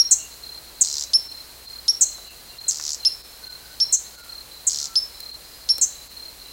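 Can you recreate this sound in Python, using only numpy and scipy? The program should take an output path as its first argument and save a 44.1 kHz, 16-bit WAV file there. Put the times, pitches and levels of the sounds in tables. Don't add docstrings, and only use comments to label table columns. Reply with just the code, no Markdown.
import sys
import numpy as np
from scipy import signal
from scipy.fft import rfft, irfft
from scipy.io import wavfile

SR = 44100
rng = np.random.default_rng(int(sys.argv[2]) if len(sys.argv) > 2 else 0)


def persist_wave(psi):
    counts = np.round(np.clip(psi, -1, 1) * 32767).astype(np.int16)
    wavfile.write(sys.argv[1], SR, np.atleast_2d(counts).T)


N = 287532


def from_db(db):
    return 10 ** (np.asarray(db) / 20)


def rms_one(x):
    return x / np.sqrt(np.mean(x ** 2) + 1e-20)


def seconds(length):
    return np.arange(int(length * SR)) / SR


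def add(track, start, sound):
    at = int(round(start * SR)) + np.arange(len(sound))
    inside = (at >= 0) & (at < N)
    track[at[inside]] += sound[inside]


def band(x, low_hz, high_hz):
    edges = [low_hz, min(high_hz, .45 * SR)]
    return signal.sosfilt(signal.butter(2, edges, "band", fs=SR, output="sos"), x)


def wobble(count, low_hz, high_hz):
    run_in = SR // 4
    noise = rng.standard_normal(count + run_in)
    return rms_one(band(noise, low_hz, high_hz))[-count:]


def whistle(hz, overtone_db):
    phase = 2 * np.pi * np.cumsum(hz) / SR
    return np.sin(phase) + from_db(overtone_db) * np.sin(2 * phase)


def swell(t, length, rise, fall):
    rising = np.sin(np.pi / 2 * np.clip(t / rise, 0, 1))
    falling = np.sin(np.pi / 2 * np.clip((length - t) / fall, 0, 1))
    return rising * falling


def scatter(x, t60, build_s):
    t = seconds(1.2 * t60)
    build_up = 1 - np.exp(-(t / build_s) ** 2)
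    tail = rng.standard_normal(len(t)) * from_db(-60 * t / t60) * build_up
    return signal.fftconvolve(x, tail / np.linalg.norm(tail))[:N]


def chips(dive_overtone_db=-5, arch_depth=0.083, waver=0.011):
    # start in seconds, length in seconds, held pitch in Hz before the arch,
    # level in dB before the swell, octave in dB relative to the whistle.
    chip_rows = [(-.0125, 0.041, 5586, -6, -24.5), (1.1335, 0.044, 5386, -9, -17),
                 (1.88, 0.037, 5560, -9, -17.5), (3.0492, 0.039, 5340, -9, -20.5),
                 (3.8004, 0.047, 5460, -12.5, -24), (4.955, 0.042, 5275, -10, -22.5),
                 (5.689, 0.043, 5470, -11, -18.5)]
    # seconds after its start, pitch as a ratio
    # to the held pitch, level in dB relative to the chip.
    opening = [(0, 1.42, -28), (.0005, 1.3, -9), (.0011, .95, -2), (.0016, .7, -10), (.0023, .55, -16),
               (.0031, .8, -8), (.004, .92, -3), (.007, .98, -2), (.012, 1, 0)]
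    out = np.zeros(N)
    when, ratio, level_db = np.transpose(opening)
    for start, length, hz, db, overtone_db in chip_rows:
        t = seconds(length)
        arch = 1 - arch_depth * (t / length - .5) ** 2 + waver * wobble(len(t), 66, 660)
        pitch = np.interp(t, when, ratio) * arch
        octave_curve_db = [dive_overtone_db, overtone_db, overtone_db, -50]
        octave_db = np.interp(pitch, [.6, .9, 1.05, 1.2], octave_curve_db)
        loud = from_db(db + np.interp(t, when, level_db)) * swell(t, length, .0002, 0.55 * length)
        add(out, start, loud * whistle(hz * pitch, octave_db))
    return out


def buzzes(flutter_hz=375, swing_hz=700, onset_swing_hz=550, fall_hz=1850, fall_s=0.0105,
           throat_hz=6550, throat_width_hz=1050, overtone_db=-29, rasp_db=-41):
    # start in seconds, length in seconds, pitch in Hz toward which the flutter's centre falls,
    # level in dB before the throat resonance and the swell.
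    buzz_rows = [(0.1095, 0.038, 6730, -5), (0.809, 0.024, 6720, -5), (2.0089, 0.039, 6680, -6.5),
                 (2.6803, 0.029, 6640, -11.5), (3.924, 0.042, 6630, -9), (4.6676, 0.027, 6850, -8.5),
                 (5.8116, 0.046, 6620, -9.5)]
    out = np.zeros(N)
    for start, length, hz, db in buzz_rows:
        t = seconds(length)
        tension = np.exp(-t / fall_s)
        rate = flutter_hz * (1 + 0.16 * tension + 0.015 * rng.standard_normal())
        flutter = np.cos(2 * np.pi * np.cumsum(rate) / SR)
        swing = (swing_hz + onset_swing_hz * tension) * flutter
        pitch = hz + fall_hz * tension + swing + 110 * wobble(len(t), 55, 2350)
        throat = 1 / np.sqrt(1 + ((pitch - throat_hz) / throat_width_hz) ** 2)
        rasp = from_db(rasp_db) * rng.standard_normal(len(t))
        voice = throat * whistle(pitch, overtone_db) + rasp
        add(out, start, from_db(db) * swell(t, length, 0.0034, 0.65 * length) * voice)
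    return out


def rattles(top_hz=8600, bottom_hz=3250, length=0.0026, width_s=0.00046, skirt_db=-18,
            gain_db=1.0, rough=0.048, spread_db=1.0, hurried_gaps=2, hurried_gap_s=.0108):
    # middle of the first tick in seconds, number of ticks, steady gap in seconds.
    trains = [(.8376, 16, .01375), (2.7105, 19, .01338), (4.697, 14, .0138)]
    # time in seconds, tick level in dB before spread and gain.
    effort = [(.838, -18), (.88, -19), (.94, -15.5), (1.01, -16), (1.04, -18.5), (2.71, -13), (2.73, -21.5),
              (2.836, -22), (2.85, -16.5), (2.933, -16), (2.95, -19), (4.70, -17), (4.856, -17.5),
              (4.872, -26)]
    out, t = np.zeros(N), seconds(length)
    peak = np.exp(-.5 * ((t - length / 2) / width_s) ** 2)
    shape = (peak + from_db(skirt_db)) * swell(t, length, 0.00018, 0.0006)
    for when, ticks, gap in trains:
        for k in range(ticks):
            db = np.interp(when, *np.transpose(effort)) + spread_db * rng.standard_normal()
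            uneven = 1.094 + 0.034 * rng.standard_normal() + rough * wobble(len(t), 270, 1700)
            pitch = np.geomspace(top_hz, bottom_hz, len(t)) * uneven
            add(out, when - length / 2, from_db(db + gain_db) * shape * whistle(pitch, -24.5))
            when += hurried_gap_s if k < hurried_gaps else gap
    return out


def crickets(length=0.019, droop_hz=40, scatter_hz=22, stroke_gap_s=.0282,
             near_hz=4176, near_db=-33, far_hz=4020, far_db=-40.5,
             chorus_db=-49.5, chorus_low_hz=4010, chorus_high_hz=4320, haze_db=-55, echo_db=-16):
    # start in seconds, number of wing strokes.
    near_chirps = [(-.009, 6), (.432, 6), (.846, 5), (1.285, 5), (1.671, 5), (2.031, 5), (2.581, 5),
                   (2.998, 5), (3.437, 5), (3.823, 6), (4.291, 5), (4.732, 5), (5.2, 6), (5.696, 5),
                   (6.166, 5)]
    far_chirps = [.98, 2.159, 4.51, 5.141, 5.896, 6.452]
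    out, t = np.zeros(N), seconds(length)
    stroke = swell(t, length, .006, .009)
    chorus_level = from_db(chorus_db + 2.2 * wobble(N, 3.3, 15.5))
    chorus = chorus_level * wobble(N, chorus_low_hz, chorus_high_hz)
    haze = from_db(haze_db) * wobble(N, 3800, 4980)
    near = [(start, strokes, near_hz, near_db) for start, strokes in near_chirps]
    far = [(start, 5, far_hz, far_db) for start in far_chirps]
    for start, strokes, hz, db in near + far:
        for k in range(int(round(strokes))):
            pitch = hz + droop_hz * (.5 - t / length) + rng.normal(0, scatter_hz)
            tone = whistle(pitch, -43)
            when = start + stroke_gap_s * (k + rng.normal(0, .03))
            add(out, when, from_db(db + rng.normal(0, 1)) * stroke * tone)
    return out + from_db(echo_db) * scatter(out, .3, 0.011) + chorus + haze


def far_birds(gain_db=-2, waver=0.022):
    # length in seconds, start pitch in Hz, end pitch in Hz, before call ratio and waver.
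    peep_note = (.052, 2860, 2730)
    thin_note = (0.23, 5000, 4920)
    low_note = (0.204, 1440, 1370)
    # start in seconds, level in dB before gain, swell and distance.
    peeps = [(0.181, -39.5), (2.259, -44.5), (2.49, -49), (3.023, -43), (6.445, -49)]
    thin_calls = [(1.665, -52), (3.591, -51), (5.418, -50)]
    low_calls = [(3.38, -53.5, 1.06), (3.539, -51, 1.08), (4.123, -46, 1), (4.769, -48.5, 0.96)]
    out = np.zeros(N)

    def sing(note, start, db, ratio=1):
        length, from_hz, to_hz = note
        t = seconds(length)
        glide = ratio * np.linspace(from_hz, to_hz, len(t))
        pitch = glide * (1 + waver * wobble(len(t), 25, 130))
        loud = from_db(db + gain_db) * swell(t, length, 0.14 * length, 0.38 * length)
        add(out, start, loud * whistle(pitch, -44))

    for note, calls in (peep_note, peeps), (thin_note, thin_calls), (low_note, low_calls):
        for call in calls:
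            sing(note, *call)
    return .5 * out + scatter(out, 0.21, 0.016)


def taps(t60=0.035, snap_t60=0.0078):
    # start in seconds, ring in Hz, starting noise level in dB.
    knocks = [(.119, 373, -37), (.817, 350, -37), (2.024, 603, -41), (2.183, 790, -39), (2.798, 1410, -33),
              (5.7833, 600, -37.5)]
    # start in seconds, starting noise level in dB.
    snaps = [(5.204, -23), (5.782, -17.5)]
    out, t = np.zeros(N), seconds(0.063)
    for start, hz, db in knocks:
        add(out, start, from_db(db - 60 * t / t60) * wobble(len(t), 0.68 * hz, 1.5 * hz))
    for start, db in snaps:
        add(out, start, from_db(db - 60 * t / snap_t60) * wobble(len(t), 3300, 16000))
    return out


def background(air_db=-44.5, dip_db=-9.5, dip_width_s=0.0075):
    # frequency in Hz, relative spectral level in dB.
    air = [(20, 1), (38, 12), (80, 2.5), (120, 2.5), (180, -1), (450, 3), (900, 1), (2000, -1.5),
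           (3300, -2), (5000, -2.5), (8000, -2), (15500, -2.5)]
    # frequency in Hz, sine amplitude in dB before the waver.
    hum_rows = [(60, -55), (120, -66), (180, -76), (240, -73), (300, -72)]
    dips = [1.29, 1.674, 2.295, 2.594, 2.93, 3.23, 3.49, 3.98, 4.17, 4.225, 5.324, 6.089]
    t = np.arange(N) / SR
    hz, db = np.transpose(air)
    bins = np.maximum(np.fft.rfftfreq(N, 1 / SR), 1)
    colour = from_db(np.interp(np.log(bins), np.log(hz), db))
    hiss = rms_one(irfft(rfft(rng.standard_normal(N)) * colour, N))
    dips_db = dip_db * sum(np.exp(-.5 * ((t - s) / dip_width_s) ** 2) for s in dips)
    hum = sum(from_db(level) * np.sin(2 * np.pi * (f * t + rng.random())) for f, level in hum_rows)
    waver = 1 + .05 * wobble(N, 3, 20)
    return from_db(air_db + dips_db) * hiss + hum * waver


def scene(near_db=-13, near_t60=0.31, far_db=-23, far_t60=0.77, rattle_spread_db=-4, rattle_t60=0.056):
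    # delay in seconds, level in dB relative to the bird.
    echoes = [(.0033, -14), (.0071, -24)]
    ticks = rattles()
    bird = chips() + buzzes() + ticks
    near_echo = from_db(near_db) * scatter(bird, near_t60, 0.013)
    far_echo = from_db(far_db) * scatter(bird, far_t60, 0.018)
    out = bird + near_echo + far_echo
    out += from_db(rattle_spread_db) * scatter(ticks, rattle_t60, 0.0015)
    for delay, db in echoes:
        add(out, delay, from_db(db) * bird)
    return (out + crickets() + far_birds() + taps() + background())[None]


def record(dry, cutoff_hz=16000):
    return signal.sosfilt(signal.ellip(12, .1, 80, cutoff_hz, fs=SR, output="sos"), dry)


dry = scene()
out = record(dry)
persist_wave(out)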